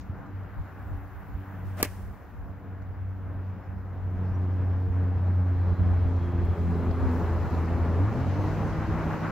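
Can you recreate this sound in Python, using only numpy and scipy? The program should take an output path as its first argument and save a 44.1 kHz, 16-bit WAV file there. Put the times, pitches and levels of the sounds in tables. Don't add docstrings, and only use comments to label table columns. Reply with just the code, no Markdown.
import sys
import numpy as np
from scipy import signal
from scipy.fft import rfft, irfft
from scipy.io import wavfile
from scipy.ndimage import uniform_filter1d, map_coordinates

SR = 44100
rng = np.random.default_rng(int(sys.argv[2]) if len(sys.argv) > 2 else 0)


def int16_out(signal):
    q = np.round(np.clip(np.atleast_2d(signal).T, -1, 1) * 32767)
    wavfile.write(sys.argv[1], SR, q.astype(np.int16))


def amplitude_ratio(level_db):
    exponent = np.asarray(level_db, float) / 20
    return 10 ** exponent


N = 410571
TIME = np.arange(N) / SR
SLOW = TIME[::64]
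FRAME = 1024
TOP_HZ = 15750

# time_s, closeness (0-1)
CLOSENESS = [(0, 0), (2.2, 0.04), (3.1, 0.04), (3.48, 0.35), (3.75, 0.17), (4.08, 0.34), (4.22, 0.6),
             (4.36, 0.59), (5.3, 0.63), (5.9, 0.76), (6.55, 0.8), (6.9, 0.89), (7.2, 1), (8.0, 0.98),
             (8.7, .97), (9.31, 0.96)]
# time_s, level_db
TRAFFIC = [(0, 0), (.7, 3.5), (1.05, 0.5), (1.5, 3), (2.15, -2), (4, -0.5), (9.31, 0.5)]
# time_s, level_db
BREEZE = [(0, 4), (.3, 0), (.84, 6.5), (1.6, 8.5), (2.15, 5.5), (2.6, -0.5), (4, -1), (6.84, 0), (7.07, 3),
          (7.16, 11), (7.38, 5), (7.52, 8), (7.68, 5.5), (8.07, 1), (8.9, 5), (9.12, 9), (9.31, 8)]
# low_hz, high_hz
RUSH_HZ = [(350, 800), (800, 2000), (3500, 7500), (11000, 15500)]
# road_and_air_db, cart_far_db, cart_close_db
RUSH_DB = [
    (-56, -62.5, -39.5),
    (-54.5, -74.5, -41.5),
    (-81.5, -90.5, -65.5),
    (-81.5, -100, -80),
]
BREEZE_SHARE = (0, 0, .4, 1)
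ROAD_SHARE = (0.058, 0.99, .3, 0)
# frequency_hz, density_db (per Hz)
FAR = [(71, -29.5), (120, -0.5), (141, -11), (184, -10), (272, -15), (334, -18.5), (524, -21), (789, -19),
       (1580, -23), (3520, -50), (4680, -55.5), (7500, -62.5), (8480, -74), (12300, -56.5), (16000, -54.5)]
# frequency_hz, density_db (per Hz)
NEAR = [(65, -27.5), (110, 1.5), (133, -10), (206, -10.5), (258, -13.5), (384, -16), (1110, -22),
        (1900, -32.5), (2670, -40.5), (3420, -50.5), (4220, -50.5), (7400, -58.5), (8560, -66),
        (13000, -61.5), (16000, -61.5)]
# frequency_hz, side_minus_mid_db
WIDTH = [(60, -11.5), (110, -6), (200, -5.5), (380, -8), (700, -10), (1290, -11.5), (2380, -7),
         (4400, -3.5), (8120, 4), (15000, -0.5)]
# frequency_hz, side_minus_mid_db
NEAR_WIDTH = [(60, -12), (150, -8), (350, -24.5), (700, -17), (1400, -12), (3000, -8), (6000, -0.5),
              (15000, 0.5)]
# frequency_hz, left_minus_right_db
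LEAN = [(60, 2.5), (110, 2), (200, 1), (380, 0.5), (700, 1.5), (1290, 1.0), (2380, 0.5), (4400, 4),
        (8120, 5), (15000, 2.5)]
COLOUR_FROM, COLOUR_TO, COLOUR_TOP = 0.63, 0.83, 0.84
RATTLE_REV_DB = 3.5
ROLL_S, ROLL_DB_PER_S, ROLL_LOW_SHARE = 8.745, 10.5, 0.2
# time_s, length_s, change_db
SURGES = [(8.82, .06, 3), (9.02, .06, 2), (9.152, 0.035, 1), (9.203, .04, -2.5), (9.27, .09, 3)]

# time_s, firing_rate_hz, note_db, exhaust_opening (0-1)
ENGINE = [(0, 94.89, -43, 0), (.6, 97.4, -41.5, 0), (1.0, 96.29, -40, 0.22), (1.7, 94.44, -36.5, 0.16),
          (2.3, 94.5, -45.5, 0), (2.9, 94.7, -36, 0.06), (3.85, 93, -35, 0.15), (4.15, 92.65, -28, 0.54),
          (5.25, 90.9, -23.5, 0.58), (6.1, 88.25, -23.5, 0.85), (6.8, 85.32, -26.5, 0.98),
          (7.94, 83.5, -27, .9), (8.05, 99, -21.5, 0.78), (8.16, 125.7, -34, 0.47),
          (8.35, 144.8, -37.5, 0.33), (8.5, 155, -35, 0.73), (8.72, 160.5, -32.5, 0.36),
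          (9.31, 162.9, -35.5, 0.1)]
# muffled_db, open_db
OVERTONES = [(-54, -38), (-58, -37), (-70, -44), (-72, -46.5)]
REV_DULL_DB = (5, -7.5, -1, -6)
# low_hz, high_hz
FAST_HZ = (100, 130)
FADE_DB, FAR_FADE_DB = 2, 2
# time_s, length_s, change_db, order
FADES = [(0.057, 0.06, -16, 1), (0.134, 0.03, 6, 1), (0.217, .14, -12, 1), (0.377, 0.11, 6.5, 1),
         (0.52, .1, -3.5, 1), (1.193, 0.31, -9, 1), (1.37, 0.07, 4, 1), (2.23, .12, -13, 1),
         (2.6, .1, -6, 1), (2.97, .08, -3.5, 1), (3.5, 0.066, 4, 1), (3.6, .12, -5, 1),
         (3.87, 0.086, -3.5, 1), (7.2, 0.072, -5, 1), (8.86, 0.048, -10, 1), (.8, 0.66, -8, 2),
         (3.75, 0.14, 7.5, 2), (5.55, .2, -12, 2), (6.1, .2, -6, 2), (7.15, 0.48, -13, 2),
         (1.35, 0.16, 3.5, 3), (4, 0.44, -5, 3), (6.551, 0.22, -7.5, 3), (7.395, 0.33, -11.5, 3),
         (8.95, 0.76, 2.5, 2), (7.5, 0.29, -5.5, 4), (6.3, 0.38, -6, 5), (7.0, 0.84, 3, 5),
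         (1.7, .15, 3, 1), (6.3, .1, -3, 1), (7.5, 0.12, -3.5, 1), (4.35, 0.43, 4, 2), (5.85, .14, 6, 2),
         (6.75, .25, 4, 2), (6.9, .2, -4, 2), (8.28, .15, -6, 2), (8.58, 0.2, -6, 2), (3.45, .15, 6, 2),
         (2.75, .2, 4, 2), (3.08, .15, 5, 2), (0.31, 0.19, 5, 3), (2.05, .15, -7, 3), (7.98, .25, 3.5, 2),
         (7.92, .3, 2.5, 3), (7.95, .2, -6, 4), (.57, .1, 5, 3), (1, .15, 4, 3), (7.45, .12, -10, 5),
         (4.8, .4, 2.5, 5), (7.8, .15, -4, 4)]
PATH_SKEW = (0.15, .33, .05, .06, .1)
CLUTCH_S, LOAD_FROM_HZ, LOAD_TO_HZ, SPIN_UP_S = 8.12, 82, 103.5, .28
LOAD_DB, LOAD_RISE_S, LOAD_PEAK_S = (-27.5, -42.5, -47), 0.083, 8.4
LOAD_SAG_DB_PER_S = (-15, -4, -4)

CALM_DB, WINDY_DB, WINDY_S = -49, -43, (4, 6.1)
LULL_DB, LULL_S = 6, (9.1, 9.2)
# time_s, peak_db, length_s
GUSTS = [(0, -43, 0.04), (.1, -48, 0.072), (.6, -36, 0.082), (0.943, -40.5, 0.18), (1.17, -40.5, 0.11),
         (1.349, -35.5, 0.06), (2.05, -43, 0.24), (2.25, -42.5, .08), (3.03, -44, .1), (3.27, -45, .1),
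         (3.58, -47, .07), (4.17, -42, .07), (4.32, -34.5, .06), (4.77, -42.5, .08), (4.9, -32, 0.073),
         (5.16, -38.5, 0.11), (5.42, -41.5, .05), (5.57, -40, .1), (5.73, -31.5, 0.053),
         (5.81, -29.5, 0.05), (6.06, -34, .2), (6.45, -33, 0.27), (6.9, -31.5, 0.076), (7.053, -35.5, .15),
         (7.39, -36.5, 0.69), (7.8, -37.5, 0.3), (8.27, -43, .1), (8.92, -38, .12), (9.079, -40, .08)]
# time_s, pitch_hz, level_db, t60_s
POPS = [(.096, 85, -13, 0.055), (.555, 55, -33, .1), (1.975, 70, -32, .05), (2.1, 90, -30, .04),
        (3.21, 75.2, -33, .06)]
# time_s, length_s, depth_db, below_hz
DUCKS = [(1.17, 0.29, -5.5, 450), (1.459, 0.03, -14, 250), (2.25, 0.2, -5, 450), (3.64, 0.049, -8, 350),
         (5.767, 0.037, -15, 170), (6.047, .012, -8, 150), (6.2, .016, -9, 150), (6.322, 0.019, -13, 150),
         (6.375, .02, -7, 150), (6.477, .014, -12, 150), (6.56, 0.04, -14, 300), (6.848, 0.019, -8, 150),
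         (6.928, .02, -8, 150), (7.502, 0.016, -17, 300)]

# time_s, level_db, pitch_hz, fade_s
TICKS = [(0, -67, 6000, 0.027), (.011, -66, 5900, .004), (.262, -76, 6800, .008), (.362, -70, 4500, .005),
         (.431, -72, 4800, .005), (.618, -76, 6900, .008), (2.82, -73.5, 6200, .008),
         (6.453, -69, 12000, .006), (6.91, -56, 4200, .01)]
# start_s, length_s, from_hz, to_hz, level_db
BIRD = [(.21, .16, 4150, 3900, -86), (3.58, .11, 5230, 5260, -87), (4.97, .08, 4050, 3980, -84),
        (4.34, .03, 5600, 5900, -80), (4.66, .19, 5350, 5300, -90)]
# start_s, end_s, pitch_hz, width_hz, level_db
WHINES = [(5.6, 7.3, 3300, 400, -71.5), (5.2, 8.8, 4050, 980, -74.5), (8.1, 9.3, 6200, 730, -73.5),
          (8.4, 8.6, 270, 18.05, -47.5), (7.8, 8.16, 410, 27, -50), (8.05, 8.38, 275, 28, -43.5),
          (8.38, 8.75, 325, 15.8, -46.5), (6.5, 7.12, 209, 79, -42), (6.45, 7.32, 390, 50, -44.5),
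          (8.95, 9.5, 560, 90, -45.5), (0.75, 1.05, 8000, 3600, -88)]
# start_s, end_s, pitch_hz, width_hz, level_db
MORE_WHINES = [
    (.45, 1.75, 780, 45, -63),
    (8.38, 8.75, 325, 16, -49),
]

# start_s, rise_s, hold_s, fall_db_per_s, whoosh_db, fizz_db
STROKE = [
    (1.647, .012, 0.135, 200, -55.5, -71.5),
    (1.764, 0.012, 0.048, 299.5, -45, -58),
    (1.774, 0.03, 0.011, 899.5, -38, -54),
    (1.8268, 0.0022, 0.004, 2400, -36, -35),
    (1.834, .008, .0135, 3000, -38, -44),
    (1.8265, .003, .009, 500.5, -39, -44),
    (1.853, .005, 0.0026, 300.5, -45, -62),
    (1.86, .02, 0.016, 65, -63, -60.5),
]
# frequency_hz, density_db (per Hz)
SHAFT = [(120, -34.5), (200, -4), (497, -9), (647, -0.5), (937, -16), (1250, -7.5), (1480, -13),
         (3500, -26), (4550, -56.5), (7700, -120)]
# frequency_hz, density_db (per Hz)
WHOOSH = [(120, -33.5), (200, -6.5), (574, 1.5), (1380, -11.5), (1750, -1.5), (2860, -9), (3500, -23),
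          (4550, -53.5), (7700, -120)]
# frequency_hz, density_db (per Hz)
FIZZ = [(1760, -37.5), (3000, -7.5), (3660, -11), (5700, -8), (6300, -10), (14900, -10.5), (16500, -12)]
# time_s, length_s, pitch_hz, width_hz, level_db
WHISTLE = (1.806, 0.02, 630, 70, -42)
# time_s, peak_db, pitch_hz, t60_s
CRACKS = [(1.8285, -6.5, 11200, .003), (1.8290, -7, 12700, .0028), (1.8284, -9.5, 15300, .0025),
          (1.8290, -10, 14400, .003), (1.8288, -14, 16200, .002), (1.8287, -15, 9150, .003),
          (1.8296, -17, 7350, .005), (1.8292, -21, 8200, .005), (1.8308, -23, 11800, .006),
          (1.8301, -26, 9500, .004), (1.8304, -22, 14500, .004)]
# time_s, pitch_hz, level_db, t60_s
THUD = [(1.8292, 280, -13, 0.018), (1.8272, 460, -18, .016), (1.8289, 1170, -19, .025),
        (1.8296, 1720, -23, 0.022), (1.8302, 1960, -27, .018), (1.8290, 2290, -21, 0.02),
        (1.8292, 2850, -27, .015), (1.8284, 4360, -19, 0.012), (1.8288, 6450, -26, .005),
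        (1.8292, 5600, -22, .006), (1.8288, 3450, -26, .008), (1.832, 650, -26, .015),
        (1.8316, 4900, -24, .008), (1.832, 7000, -27, .008), (1.8286, 5100, -14, .0045)]
# time_s, pitch_hz, level_db, t60_s
MAT = [(1.8255, 1100, -29, .006), (1.8385, 540, -30, .025), (1.851, 1150, -33, .02), (1.851, 300, -29, .03),
       (1.8555, 600, -33, .03), (1.8495, 2950, -38, .02), (1.849, 1750, -36, .025),
       (1.8415, 4410, -37, .04), (1.846, 5570, -40, .03), (1.839, 2300, -35, .03), (1.853, 2730, -39, .02)]
# start_s, end_s, low_hz, high_hz
GAPS = [(1.8165, 1.8225, 3800, 7000), (1.8165, 1.8225, 9000, 11800), (1.8225, 1.8259, 3800, 16500)]
IMPACT_S = 1.826
PORT_LAG_S = .000045
SOLE_PUSH_S = .00016
STOP_FADE_S = .002


def unit(x):
    return x / np.sqrt(np.mean(x ** 2))


def ramp(x, lo, hi):
    return np.clip((x - lo) / (hi - lo), 0, 1)


def power_sum(*db):
    return 10 * np.log10(sum(amplitude_ratio(2 * np.asarray(d)) for d in db))


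def curves(rows, t):
    s, *cols = np.transpose(rows)
    return np.array([np.interp(t, s, c) for c in cols])


def shape(points, hz):
    f, db = np.transpose(points)
    return np.interp(np.log(hz + 1), np.log(f), db)


def walk(rate):
    k = int(SR / rate)
    held = np.repeat(rng.standard_normal(N // k + 1), k)
    slewed = uniform_filter1d(uniform_filter1d(held, k), k)
    return unit(slewed[:N])


def coloured(points, width_db):
    hz = np.arange(N // 2 + 1) * SR / N
    gain = amplitude_ratio(shape(points, hz)) * (hz < TOP_HZ)
    mid, side = (unit(irfft(rfft(rng.standard_normal(N)) * gain, N)) for _ in range(2))
    return mid + amplitude_ratio(width_db) * side * np.array([[1], [-1]])


def bump(t, s, length, power):
    return np.exp(-(2 * (t - s) / length) ** power)


def ring(s, hz, t60, rise=.00002):
    out = np.zeros(N)
    near = slice(int(s * SR), int((s + 2 * t60) * SR))
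    t = np.maximum(TIME[near] - s, 0)
    decay = np.exp(-np.log(1000) * t / t60)
    out[near] = np.sin(2 * np.pi * hz * t) * decay * (1 - np.exp(-t / rise))
    return out


def fade_db(order):
    bumps = sum(db * bump(SLOW, s, length, 4) for s, length, db, k in FADES if round(k) == order)
    return np.interp(TIME, SLOW, bumps)


def orders(hz, db, jitter, flutter_db):
    speed = uniform_filter1d(hz, size=SR // 20) * (1 + jitter * walk(30))
    phase = 2 * np.pi * np.cumsum(speed) / SR
    out = 0
    for k, level in enumerate(db):
        tone = np.sqrt(2) * amplitude_ratio(level + flutter_db * (1 + 0.6 * k) * walk(32))
        skew = PATH_SKEW[k] * walk(2.3) * np.array([[1], [-1]])
        start = 2 * np.pi * rng.random()
        out = out + tone * np.sin((k + 1) * phase + start + skew + .28 * k * walk(18))
    return out


def cart():
    hz, note_db, opening = curves(ENGINE, TIME)
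    far = 1 - ramp(curves(CLOSENESS, TIME)[0], 0, 0.46)
    db = [note_db + FAR_FADE_DB * far * walk(9)]
    for (shut, wide), dull in zip(OVERTONES, REV_DULL_DB):
        exhaust_db = shut + (wide - shut) * opening
        db.append(exhaust_db + dull * ramp(hz, *FAST_HZ) + FADE_DB * walk(7))
    db = [level + fade_db(order=k + 1) for k, level in enumerate(db)]
    engine = orders(hz, db, .005, 0.9)

    since = np.maximum(TIME - CLUTCH_S, 0)
    load_hz = LOAD_TO_HZ + (LOAD_FROM_HZ - LOAD_TO_HZ) * np.exp(-since / SPIN_UP_S)
    from_peak = np.abs(TIME - LOAD_PEAK_S)
    load_db = [top + sag * from_peak for top, sag in zip(LOAD_DB, LOAD_SAG_DB_PER_S)]
    return engine + ramp(since, 0, LOAD_RISE_S) * orders(load_hz, load_db, .012, 1.5)


def rush_levels(t):
    close, road, breeze = curves(CLOSENESS, t)[0], curves(TRAFFIC, t)[0], curves(BREEZE, t)[0]
    roll = ROLL_DB_PER_S * np.maximum(t - ROLL_S, 0)
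    roll = roll + sum(db * bump(t, s, length, 2) for s, length, db in SURGES)
    rattle = RATTLE_REV_DB * ramp(curves(ENGINE, t)[0], *FAST_HZ)
    extra = (ROLL_LOW_SHARE * roll, roll, rattle, 0)
    return [power_sum(base + a * road + b * breeze, far + (near - far) * close + more)
            for (base, far, near), a, b, more in zip(RUSH_DB, ROAD_SHARE, BREEZE_SHARE, extra)]


def rush(patch_db=1.1):
    hz, t, noise = signal.stft(rng.standard_normal((2, N)), SR, nperseg=FRAME)
    close = curves(CLOSENESS, t)
    near = COLOUR_TOP * ramp(close, COLOUR_FROM, COLOUR_TO)
    db = shape(FAR, hz)[:, None] * (1 - near) + shape(NEAR, hz)[:, None] * near

    lift = []
    for want, (lo, hi) in zip(rush_levels(t), RUSH_HZ):
        band_power = np.sum(amplitude_ratio(2 * db[(hz >= lo) & (hz < hi)]), axis=0) * 2 / FRAME
        lift.append(want - 10 * np.log10(band_power))
    place = np.interp(np.log(hz + 1), np.log(np.mean(RUSH_HZ, axis=1)), np.arange(4))
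    grid = np.meshgrid(place, np.arange(len(t)), indexing="ij")
    db = db + map_coordinates(lift, grid, order=1)

    patches = uniform_filter1d(rng.standard_normal(db.shape), size=40, axis=0)
    patches = uniform_filter1d(patches, size=5, axis=1)
    noise = noise * amplitude_ratio(db + patch_db * unit(patches))

    width_db = shape(WIDTH, hz)[:, None] * (1 - close) + shape(NEAR_WIDTH, hz)[:, None] * close
    mid, side = noise[0], noise[1] * amplitude_ratio(width_db)
    audible = (hz < TOP_HZ)[:, None]
    lean = amplitude_ratio(shape(LEAN, hz) / 2)[:, None] * audible
    ports = np.array([(mid + side) * lean, (mid - side) * audible / (lean + 1e-9)])
    return signal.istft(ports, SR, nperseg=FRAME)[1][:, :N]


def gust_db():
    gusts = power_sum(*(db - 12 * np.abs(2 * (SLOW - s) / length) ** 1.4 for s, db, length in GUSTS), -120)
    steady = CALM_DB + (WINDY_DB - CALM_DB) * ramp(TIME, *WINDY_S) - LULL_DB * ramp(TIME, *LULL_S)
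    return power_sum(steady + 3 * walk(10), np.interp(TIME, SLOW, gusts))


def wind():
    buffet = coloured([(15, -36.0), (30, -10.5), (48, 2.5), (70, 6.5), (110, -3.5), (145, -20), (200, -24),
                       (900, -100)], -5.0)
    swell = np.sqrt(uniform_filter1d(np.mean(buffet, axis=0) ** 2, size=SR // 14))
    pops = sum(amplitude_ratio(db) * ring(s, hz, t60, 0.0054) for s, hz, db, t60 in POPS)
    return pops + buffet / (swell + 0.084) * amplitude_ratio(gust_db() + 5.0 + 0.92 * walk(14))


def ticks():
    burst = rng.standard_normal((2, N))
    out = 0
    for s, db, hz, fade in TICKS:
        band = signal.butter(6, [0.56 * hz, 1.2 * hz], "band", fs=SR, output="sos")
        decay = (TIME > s) * np.exp(-np.maximum(TIME - s, 0) / fade)
        out = out + amplitude_ratio(db + 11.5) * signal.sosfilt(band, burst * decay)
    return out


def bird():
    out = np.zeros(N)
    for s, length, from_hz, to_hz, db in BIRD:
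        along = np.clip((TIME - s) / length, 0, 1)
        hz = from_hz + (to_hz - from_hz) * along + 25 * walk(40)
        phase = 2 * np.pi * np.cumsum(hz) / SR
        breath = np.sqrt(np.abs(np.sin(np.pi * along))) * (along < 1)
        out += amplitude_ratio(db + 3.5 + 4 * walk(30)) * breath * np.sin(phase)
    return out


def whines(rows):
    out = 0
    for start, end, f, w, top in rows:
        on = np.exp(-((2 * TIME - start - end) / (end - start)) ** 4)
        peak = [(f - 2 * w, -60), (f - w, -18), (f, 0), (f + w, -18), (f + 2 * w, -60)]
        out = out + on * amplitude_ratio(top + 2.2 * walk(15)) * coloured(peak, -19)
    return out


def stroke():
    power = 0
    for s, rise, hold, fall, whoosh_db, fizz_db in STROKE:
        env = ramp(TIME, s, s + rise) * amplitude_ratio(-fall * np.maximum(TIME - s - rise - hold, 0))
        power = power + (env * amplitude_ratio(np.array([[whoosh_db], [fizz_db]]))) ** 2
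    return np.sqrt(power)


def swing():
    whoosh, fizz = stroke()
    bristles = amplitude_ratio(2.5 * walk(500) * np.exp(-((TIME - 1.845) / 0.059) ** 2))
    body = np.where(TIME < IMPACT_S, coloured(SHAFT, -11), coloured(WHOOSH, -12))
    out = bristles * (whoosh * body + fizz * coloured(FIZZ, -1.7))

    s, length, hz, width, db = WHISTLE
    singing = coloured([(hz - 2 * width, -50), (hz, 0), (hz + 2 * width, -50)], -12)
    out += amplitude_ratio(db) * bump(TIME, s, length, 2) * singing

    for ch, side in enumerate((1, -1)):
        lag = side * PORT_LAG_S
        for s, db, hz, t60 in CRACKS:
            port_db = side * (1 - 2.5 * ramp(hz, 11000, 13000))
            out[ch] += amplitude_ratio(db) * ring(s + lag, hz * (1 - .005 * side), t60) * amplitude_ratio(port_db)
        for s, hz, db, t60 in list(THUD) + list(MAT):
            out[ch] += amplitude_ratio(db) * ring(s + lag, hz, t60, SOLE_PUSH_S)
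    return out


def duck(dry):
    lost = np.zeros_like(dry)
    for s, length, db, hz in DUCKS:
        near = slice(int((s - length - .1) * SR), int((s + length + .1) * SR))
        bass = signal.sosfiltfilt(signal.butter(2, hz, fs=SR, output="sos"), dry[:, near])
        lost[:, near] += (1 - amplitude_ratio(db * bump(TIME[near], s, length, 4))) * bass
    return dry - lost


def scene():
    background = rush() + cart() + wind()
    return background + ticks() + bird() + whines(MORE_WHINES) + swing() + whines(WHINES)


def low_pass(x):
    return signal.sosfilt(signal.butter(12, 16990, fs=SR, output="sos"), x)


def record(dry):
    out = duck(dry)
    for start, end, lo_hz, hi_hz in GAPS:
        sos = signal.butter(6, [lo_hz, hi_hz], "band", fs=SR, output="sos")
        gap = uniform_filter1d(1. * ((TIME > start) & (TIME < end)), size=40)
        out = out - signal.sosfiltfilt(sos, dry) * gap
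    out = out * ramp(N / SR - TIME, 0, STOP_FADE_S)
    edge = signal.ellip(10, .2, 60, 16750, fs=SR, output="sos")
    return low_pass(signal.sosfiltfilt(edge, out))


dry = scene()
out = record(dry)
int16_out(out)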